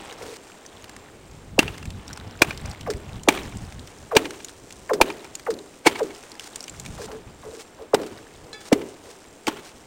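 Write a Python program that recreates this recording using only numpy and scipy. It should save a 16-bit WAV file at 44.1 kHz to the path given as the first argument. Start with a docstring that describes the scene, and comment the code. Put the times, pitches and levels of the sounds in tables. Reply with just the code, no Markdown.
"""On a frozen lake, a hatchet chops a slot in thin ice: six hard blows, then three dull, wet ones.
Bending waves outrun the sound in air, so a falling whistle comes before each blow and each crack of the sheet.
Bursts of tiny breaks, ringing in blade and slot, make the blows; clicks and ringing grains make the chips.
Shaped noise makes the humming sheet, and the shore echoes the blows.
Light wind, rustling clothes, boots on frost and one faint ring of metal lie behind."""
import sys
import numpy as np
from scipy import signal
from scipy.fft import rfft, irfft
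from scipy.io import wavfile

SR = 44100
rng = np.random.default_rng(int(sys.argv[2]) if len(sys.argv) > 2 else 0)


def log_audio(samples):
    """Write samples as a 16-bit WAV file to the path given in sys.argv[1]."""
    # one column per channel
    frames = np.atleast_2d(samples).T
    # limit to full scale, then quantise
    limited = np.clip(frames, -1, 1)
    pcm = np.round(limited * 32767).astype(np.int16)
    wavfile.write(sys.argv[1], SR, pcm)


N = 434826
TIME = np.arange(N) / SR

# Blows of the hatchet. Each row: time in s, crack level in dB, rise in s, decay in s, tone as a factor
# on the bite, knock level in dB, thud level in dB, thud pitch in Hz, whistle level in dB, chips level in dB.
CHOPS = [(1.5919, -2, 0.0012, 0.0035, 1.17, -31, -14, 310, -15.5, -30.5),
         (2.42, -2, 0.00081, 0.0045, 1.02, -29, -13, 330, -27, -34),
         (3.2869, -4.5, 0.00076, 0.0045, 0.98, -12, -10.5, 296, -13, -29),
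         (4.168, -4, 0.0017, 0.0039, 1.03, -13, -15, 275, -10.5, -31.5),
         (5.014, -4, 0.00096, 0.0043, 1.03, -9, -11.5, 340, -15, -32.5),
         (5.87, -6.5, 0.005, 0.0071, 0.96, -17, -9.5, 344, -14, -30),
         (7.9456, -16, 0.002, 0.0042, .88, -16, -9.5, 406, -8.5, -43),
         (8.7283, -15.5, .002, 0.0058, 0.87, -20, -3, 284, -9, -42.5),
         (9.4821, -20, 0.0043, 0.0059, 1.3, -22, -13.5, 300, -24, -36)]
# How much the body moves. Each row: time in s, then clothes and boots in dB, before trims and swings.
MOVES = [(0, -53, -39.5), (.3, -64, -45), (.45, -54, -50), (.9, -62, -47.5), (1.5, -60.5, -57),
         (2.3, -63, -43.5), (3.85, -53.5, -47), (4.7, -53.5, -54.5), (5.2, -55.5, -47.5), (5.6, -56, -58),
         (6.1, -54.5, -49), (7, -51, -47), (7.27, -65, -52), (7.57, -47.5, -55), (7.72, -68, -56),
         (8.05, -60.5, -51), (9.35, -56.5, -55.5), (9.86, -57.5, -55.5)]
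# Spectrum of a short, bright click. Each row: frequency in Hz, relative level in dB per Hz.
CLICK = [(200, -13), (1200, -12), (2600, 1.5), (5000, 7), (9300, 4), (10500, -25), (16000, -22)]


def gain_of(db):
    """Amplitude factor for a level in dB."""
    return 10 ** (np.asarray(db) / 20)


def evened(x):
    """Brings x to rms 1."""
    return x / np.sqrt(np.mean(x ** 2) + 1e-20)


def add(mix, s, sound):
    """Lays a sound into the mix from s seconds on."""
    part = mix[max(round(s * SR), 0):][:len(sound)]
    part += sound[:len(part)]


def level(rows, axis=1):
    """Gain over time from one dB column of a curve."""
    rows = np.array(rows)
    return gain_of(np.interp(TIME, rows[:, 0], rows[:, axis]))


def colour(x, spectrum):
    """Filters x by a curve of (Hz, dB per Hz), at rms 1."""
    hz, db = np.transpose(spectrum)
    size = 2 * len(x)  # padded, so that the filter does not wrap round
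    bins = np.fft.rfftfreq(size, 1 / SR)
    gains = gain_of(np.interp(np.log(bins + 1), np.log(hz), db))
    return evened(irfft(rfft(x, size) * gains)[:len(x)])


def resonate(x, hz, width):
    """A resonance of gain 1, with its width in Hz."""
    r = np.exp(-np.pi * width / SR)
    pole = r * np.exp(2j * np.pi * hz / SR)
    return 2 * signal.lfilter([1 - r], [1, -pole], x).real


def grains(size, per_s, spread_db):
    """Random clicks of either sign, a few of them large, at rms 1."""
    sizes = gain_of(spread_db * np.minimum(rng.exponential(1, size), 4))
    heights = sizes * rng.choice([-1, 1], size)
    return evened(heights * (rng.random(size) < per_s / SR))


def wander(size, rate):
    """Chance drift through a new random value rate times a second, at rms 1."""
    knots = rng.standard_normal(int(size / SR * rate) + 2)
    return evened(np.interp(np.arange(size) * rate / SR, np.arange(len(knots)), knots))


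def clinks(size, per_s, spread_db=5, width=420, low_hz=1400, high_hz=8500, count=16):
    """Bits of ice of many sizes, each ringing briefly at its own pitch."""
    pitches = np.geomspace(low_hz, high_hz, count) * rng.uniform(.94, 1.06, count)
    hits = grains(size, per_s, spread_db)
    piece = rng.integers(0, count, size)
    total = np.zeros(size)
    for k, hz in enumerate(pitches):
        # higher pieces die out faster and are weaker
        total += resonate(hits * (piece == k), hz, width * np.sqrt(hz / 2500)) / hz ** .5
    return evened(total)


def outdoors(wind_db=1, lumps_db=4.5, air_db=-52, whine_hz=7450, whine_db=-68):
    """Lumpy wind, the sheet murmuring more as the boots load it, still air and a thin whine."""
    # Spectra of the wind and the still air. Each row: frequency in Hz, relative level in dB per Hz.
    wind_spectrum = [(20, -12), (50, 0), (90, 0.5), (150, -3), (260, -10.5), (500, -46), (1500, -57)]
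    air_spectrum = [(30, -3.5), (120, -4.5), (420, 2), (800, -4), (1500, -8.5), (3200, -13), (5000, -18.5),
                    (9600, -18.5), (10400, -34), (15500, -27)]
    # Wind on the microphone, one long gust and one short. Each row: time in s, level in dB before trim and lumps.
    gusts = [(0, -55), (.6, -65), (1.55, -45), (2.95, -42), (3.7, -42), (4.2, -55), (5, -60.5),
             (5.5, -64.5), (6.65, -63.5), (6.88, -41), (7.3, -47.5), (7.7, -66), (8.05, -54.5), (9.4, -64),
             (9.86, -62)]
    murmur_spectrum = [(100, -14.5), (300, 1.0), (450, -1.0), (600, -8), (1000, -15), (3000, -38)]
    murmur_db, murmur_per_db = -52.5, 0.3  # level, and its rise in dB per dB of the boots

    lumps = gain_of(wind_db + lumps_db * wander(N, 25))
    wind = colour(rng.standard_normal(N), wind_spectrum) * level(gusts) * lumps
    load = evened(level(MOVES, axis=2) ** murmur_per_db)
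    murmur = colour(rng.standard_normal(N), murmur_spectrum) * load * gain_of(murmur_db)
    air = gain_of(air_db) * colour(rng.standard_normal(N), air_spectrum)
    whine = gain_of(whine_db) * evened(resonate(rng.standard_normal(N), whine_hz, 9.1))
    return wind + murmur + air + whine


def swinging():
    """Gain over time: the body's noise stills as the blade falls and swells as it is pulled free."""
    # Wind-up left level, stillness as the blade falls, a swell as it is pulled free.
    # Each row: time from the blow in s, width in s, change in dB.
    swing = [(-.2, 0.24, 0), (-.05, 0.042, -7), (.2, .08, 2)]
    change_db = np.zeros(N)
    for blow_s, *_ in CHOPS:
        for delay, width, db in swing:
            change_db += db * np.exp(-((TIME - blow_s - delay) / width) ** 2)
    return gain_of(change_db)


def movement(swish_db=-0.5, crunch_db=-4, grit_db=-8, uneven_db=1.5):
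    """Cloth swishes with the arm; frost crunches and loose grit clicks under the boots."""
    swish_spectrum = [(1500, -11.0), (4000, -7.0), (6000, -1.5), (9300, -3.5), (10300, -16.5), (16000, -19.0)]
    crunch_spectrum = [(200, -6), (800, 8.5), (1500, 0.0), (3200, -3), (5500, -15), (12000, -46)]
    swish = gain_of(swish_db) * colour(grains(N, 9000, 8.4), swish_spectrum)
    crunch = gain_of(crunch_db) * colour(grains(N, 2500, 3.5), crunch_spectrum)
    grit = gain_of(grit_db) * clinks(N, 170, spread_db=3.5, width=270)
    body = swish * level(MOVES) + (crunch + grit) * level(MOVES, axis=2)
    return body * swinging() * gain_of(uneven_db * wander(N, 18))


def scuffs(build_db=7, clump_db=3):
    """Clumps of frost crystals break under a sliding sole."""
    # Boots over frost, each scuff building up and stopping short. Each row: start in s, end in s, level in dB.
    slides = [(.07, 0.103, -53), (0.169, 0.379, -46), (5.959, 6, -41), (6.407, 6.48, -44.5),
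              (6.98, 7.066, -44.5), (7.584, 7.625, -43.5), (8.013, 8.09, -49.5), (8.6, 8.693, -45.5),
              (9.032, 9.146, -51.5), (9.627, 9.7, -48)]
    # Spectrum of the breaking frost. Each row: frequency in Hz, relative level in dB per Hz.
    frost_spectrum = [(200, -12), (800, 3), (3000, -1), (5000, 0), (9300, -3.5), (10500, -15), (16000, -16)]
    out = np.zeros(N)
    for start, end, db in slides:
        size = max(int((end - start) * SR), SR // 100)
        push_db = build_db * np.linspace(-.5, .5, size) + clump_db * wander(size, 111)
        push = gain_of(push_db) * signal.windows.tukey(size, .1)
        frost = colour(grains(size, 4000, 3.5), frost_spectrum)
        add(out, start, gain_of(db) * evened(frost * push))
    return out


def whistle(lead, top_hz=2400, end_hz=425, fall=5.3, swell=0.7, ring=0.0072):
    """High bending waves come first; the pitch sinks to where they travel as fast as sound in air."""
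    t = np.arange(int((lead + 0.0402) * SR)) / SR
    # uneven ice bends the quick, short waves most, so the start is ragged
    ragged = 1 + .2 * wander(len(t), 700)
    flutter_db = 2.6 * wander(len(t), 260)
    hz = end_hz + (top_hz - end_hz) * np.exp(-fall * t / lead) * ragged
    shape = np.minimum(t / lead / 0.78, 1) ** swell * np.exp(-np.maximum(t - lead, 0) / ring)
    wave = gain_of(flutter_db) * shape * np.sin(2 * np.pi * np.cumsum(hz) / SR)
    return evened(wave) * np.sqrt(np.mean(shape ** 2))


def slips(lead, length, dulling=22, count=22):
    """A crack advances in jerks whose whistles overlap and beat; slow cracks have less treble."""
    out = np.zeros(SR // 4)
    for when, size in rng.random((count, 2)):
        one = whistle(lead, top_hz=2646, swell=0.4 + dulling * length)
        add(out, when * length, (2 * size - 1) * one)
    return out * np.linalg.norm(one) / np.linalg.norm(out)  # together as strong as one whistle


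def hum(t60=0.66, rise=0.0036):
    """Bending waves scatter back from all over the sheet; t60 is the time to fall by 60 dB, in s."""
    # Spectrum of the humming sheet. Each row: frequency in Hz, relative level in dB per Hz.
    sheet_spectrum = [(60, -24), (180, -15), (290, -4), (360, -4), (415, 1), (480, -11), (580, -11),
                      (800, -21.5), (1400, -31), (4000, -47)]
    t = np.arange(SR * 3 // 4) / SR
    waves = colour(rng.standard_normal(len(t)), sheet_spectrum)
    return waves * (1 - np.exp(-t / rise)) * gain_of(-60 * t / t60)


def cracks(snap_decay=0.0082, splinter_db=-12, splinter_share=0.43):
    """The loaded sheet cracks farther away: long falling whistles amid splintering, a faint snap, then the hum."""
    # Cracks running through the sheet. Each row: start in s, strength in dB,
    # length of the slipping in s, snap level in dB.
    runs = [(.084, -44.5, .043, -38.5), (.18, -36, 0.05, -56), (.255, -36.5, 0.053, -55),
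            (2.861, -26.5, 0.018, -26), (4.111, -24, 0.021, -25.5), (4.893, -20, .013, -24),
            (5.463, -24, 0.017, -28.5), (5.99, -25.5, 0.017, -35.5), (6.975, -33.5, 0.038, -35),
            (7.075, -32.5, 0.063, -41), (7.426, -35.5, 0.048, -62), (7.508, -39.5, 0.064, -42),
            (7.78, -37.5, 0.049, -50), (7.975, -33.5, .04, -41), (8.43, -41.5, 0.087, -60),
            (9.029, -44, 0.048, -52)]
    # Spectrum of the snap. Each row: frequency in Hz, relative level in dB per Hz.
    snap_spectrum = [(100, -28), (600, 2), (1500, 8.5), (3000, -1), (5000, 5.5), (9300, -1), (10300, -15),
                     (16000, -11)]
    splinter_spectrum = [(150, -17), (500, 2.5), (1000, 1), (2000, -10), (3500, -24), (10000, -27)]
    lead = .041  # s from the start of the whistle to the snap in air
    first_jerk_db, hum_db = 4.5, -4.5  # against the strength, before the slope with length
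    jerk_db_per_s, hum_db_per_s = -180, -110  # a slow crack starts more softly and stirs the sheet less

    out, t = np.zeros(N), np.arange(SR // 6) / SR
    for s, db, length, snap_db in runs:
        u = t / (splinter_share * length)
        splinters = colour(grains(len(t), 2500, 3.2), splinter_spectrum) * u * np.exp(1 - u)
        snap = colour(grains(len(t), 7100, 0.63), snap_spectrum) * np.exp(-t / snap_decay)
        add(out, s, gain_of(db + first_jerk_db + jerk_db_per_s * length) * whistle(lead))
        add(out, s, gain_of(db + splinter_db) * splinters)
        add(out, s, gain_of(db) * slips(lead, length))
        add(out, s + lead, gain_of(snap_db) * snap)
        add(out, s + lead, gain_of(db + hum_db + hum_db_per_s * length) * hum(t60=0.48))
    return out


def landings(count=4, low_hz=1500, high_hz=8000):
    """Each blow throws up a few chips that land at random, as rows of (s, dB before trim, centre Hz)."""
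    from_s, to_s = .16, 0.61  # flight time
    land_db, spread_db = -24.5, 1  # against the crack of the blow
    rows = []
    for s, crack_db, *_ in CHOPS:
        for flight, weight, pitch in rng.random((count, 3)):
            when = s + from_s + flight * (to_s - from_s)
            db = crack_db + land_db + spread_db * (2 * weight - 1)
            rows.append((when, db, low_hz * (high_hz / low_hz) ** pitch))
    return rows


def ticks(rise=0.00023, decay=0.0029, tail_db=-20, tail=0.003, ring_db=3, width=650, trim_db=-7.5):
    """Short clicks, mostly of small ice: noise bursts, each with a resonance of its own pitch."""
    # Small pieces of ice landing or snapping; those at 1.83 and 2.66 s are late echoes of blows,
    # and the last row is the blade's first touch before the final blow.
    # Each row: time in s, level in dB before the trim, centre in Hz.
    single_clicks = [(0.6624, -28, 6200), (0.842, -28, 1920), (0.8942, -28, 1350), (0.9645, -27.5, 1570),
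                     (1.8276, -31, 1490), (2.13, -23.5, 5430), (2.1742, -24, 1230), (2.575, -25, 4230),
                     (2.6554, -31, 2340), (3.2337, -26, 7260), (4.307, -21, 1430), (4.446, -19.5, 7100),
                     (5.3527, -16.5, 6750), (6.317, -27, 4590), (6.3957, -20, 2950), (6.5583, -17, 7800),
                     (6.6053, -21.5, 5400), (6.6273, -29, 7800), (6.64, -23, 5750), (6.6805, -22.5, 2410),
                     (6.696, -22, 7400), (6.7984, -21, 7350), (6.8508, -28.5, 1700), (6.8612, -22.5, 2310),
                     (9.4688, -11, 2320)]
    out, t = np.zeros(N), np.arange(SR // 25) / SR
    shape = (1 - np.exp(-t / rise)) * (np.exp(-t / decay) + gain_of(tail_db) * np.exp(-t / tail))
    loudness = np.sqrt(np.mean(shape ** 2)) / shape.max()
    for s, db, hz in list(single_clicks) + landings():
        burst = rng.standard_normal(len(t)) * shape
        click = colour(burst, CLICK) + gain_of(ring_db) * evened(resonate(burst, hz, width))
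        add(out, s, gain_of(db + trim_db) * evened(click) * loudness)
    return out


def ringing(breaks, modes, tone=1):
    """The breaks excite a set of resonances, mixed by level, at rms 1."""
    return evened(sum(gain_of(db) * evened(resonate(breaks, hz * tone, width)) for hz, width, db in modes))


def fracture(rise, decay, tone, before, bite_db, knock_db, hold=0.00055):
    """A burst of tiny breaks that swells as the blade enters, part of it ringing in blade and slot."""
    # Steel biting into ice. Each row: frequency in Hz before the tone factor, width in Hz, relative level in dB.
    bite_modes = [(1640, 240, -1.5), (2340, 160, 13), (2520, 220, -3.5), (3400, 1600, -7)]
    # Hollow knock of the slot. Each row: frequency in Hz, width in Hz, relative level in dB.
    knock_modes = [(446, 110, -13), (720, 65, -2), (890, 140, 11)]
    # Spectrum of the shattering. Each row: frequency in Hz, relative level in dB per Hz.
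    shatter_spectrum = [(40, -15), (150, -4.5), (300, 5.5), (1000, -1), (3000, -7.5), (4600, -8.5),
                        (9300, -13), (10500, -36), (15500, -29)]
    t = np.arange(-before, .08, 1 / SR)
    shape = np.exp(np.minimum(t, 0) / rise - np.maximum(t - hold, 0) / decay)
    breaks = grains(len(t), 16000, 1.17) * shape
    bite = ringing(breaks, bite_modes, tone)
    knock = ringing(breaks, knock_modes)
    crack = evened(colour(breaks, shatter_spectrum) + gain_of(bite_db) * bite)
    return (crack + gain_of(knock_db) * knock) * np.sqrt(np.mean(shape ** 2))


def thud(hz, swell=0.0025):
    """The sheet is pushed down and swings a few times, damped by the water."""
    t = np.arange(SR // 15) / SR
    return t / swell * np.exp(1 - t / swell) * np.sin(2 * np.pi * hz * t)


def spray(t60=0.57, rise=0.0028, clump_db=3):
    """Chips fly off and skitter over the ice; the larger ones ring."""
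    # Spectrum of the chips. Each row: frequency in Hz, relative level in dB per Hz.
    chip_spectrum = [(60, -3), (300, 4.5), (800, -1), (1300, -2.5), (3000, -3), (5000, -15), (9500, -14.5),
                     (10500, -23.5), (16000, -20)]
    t = np.arange(SR * 3 // 4) / SR
    fading = gain_of(-60 * t / t60 + clump_db * wander(len(t), 109.0))
    chips = colour(grains(len(t), 3000, 3.4), chip_spectrum)
    chunks = clinks(len(t), 320, spread_db=3, width=200, low_hz=700, high_hz=4200)
    return evened(chips + gain_of(-5) * chunks) * (1 - np.exp(-t / rise)) * fading


def heave(db=-21.5, length=0.0032):
    """One blow heaves the whole sheet: a low push without a ring."""
    u = np.arange(SR // 15) / SR / length
    return gain_of(db) * u * (2 - u) * np.exp(1 - u)


def shore(x):
    """Echoes, thinned in the bass and dulled by distance."""
    # Reflections from the shore. Each row: delay in s, level in dB.
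    reflections = [(0.088, -19.5), (.236, -33)]
    out = np.zeros(N)
    far = signal.sosfilt(signal.butter(1, [900, 4500], "band", fs=SR, output="sos"), x)
    for delay, db in reflections:
        add(out, delay, gain_of(db) * far)
    return out


def hatchet(sweep=0.00802, bite_db=1, bite_per_db=0.7):
    """Each blow: whistle through the ice, crack and thud through the air, then chips and hum."""
    whistle_lead, before = .0125, .03  # s by which the whistle and the swelling breaks start ahead of the blow
    hum_db, hum_thud_db = -18, -8  # the sheet hums with a share of the blow; the thud counts less
    blows, tails = np.zeros(N), np.zeros(N)
    hardest = max(row[1] for row in CHOPS)
    for s, crack_db, rise, decay, tone, knock_db, thud_db, thud_hz, whistle_db, chips_db in CHOPS:
        ringing_db = bite_db + bite_per_db * (crack_db - hardest)  # dull blows ring less
        falling = whistle(sweep, top_hz=1913, end_hz=376, fall=3.216, swell=1.25, ring=0.0033)
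        crack = fracture(rise, decay, tone, before, ringing_db, knock_db - crack_db)
        push = np.linalg.norm(gain_of([knock_db, whistle_db, thud_db + hum_thud_db]))
        add(blows, s - whistle_lead, gain_of(whistle_db) * falling)
        add(blows, s - before, gain_of(crack_db) * crack)
        add(blows, s, gain_of(thud_db) * thud(thud_hz))
        add(tails, s, gain_of(chips_db) * spray())
        add(tails, s, gain_of(hum_db) * push * hum(t60=0.6, rise=0.017))
    add(blows, 5.013, heave())
    return blows + shore(blows) + tails


def ping(start=8.5306, ping_db=-40, rattle_db=3, touch_db=-3, touch_decay=0.013):
    """Something metal is touched, and rings faintly with a slight rattle."""
    # Light ring of metal. Each row: frequency in Hz, relative level in dB, time to fall by 60 dB in s.
    metal_modes = [(825, -9, 0.5), (1290, -10, 0.44), (1720, -3.5, 0.39), (2250, -8, .45),
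                   (2610, -10, 0.32), (3450, -1, 0.3), (4000, -5, 0.22), (4130, 4, 0.058),
                   (4770, -11, 0.44), (4950, -13, .3), (5626, -9, 0.11), (6840, -10, .2)]
    out, t = np.zeros(N), np.arange(SR // 3) / SR
    ring = np.zeros(len(t))
    for hz, db, t60 in metal_modes:
        rattle = rattle_db * wander(len(t), 120)
        ring += gain_of(db - 60 * t / t60 + rattle) * np.sin(2 * np.pi * hz * t)
    touch = gain_of(touch_db) * colour(rng.standard_normal(len(t)), CLICK) * np.exp(-t / touch_decay)
    add(out, start, gain_of(ping_db) * (ring + touch))
    return out


def scene():
    """All layers summed into one channel."""
    background = outdoors() + movement() + scuffs()
    return (background + cracks() + ticks() + hatchet() + ping())[None]


def record(dry):
    """Loud peaks are rounded off as they overload the microphone; then the treble ends at 16 kHz."""
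    clipped = dry / (1 + dry ** 8) ** (1 / 8)
    lowpass = signal.firwin(401, 16000, window=("kaiser", 8), fs=SR)
    return signal.oaconvolve(clipped, lowpass[None], "same")


dry = scene()
out = record(dry)
log_audio(out)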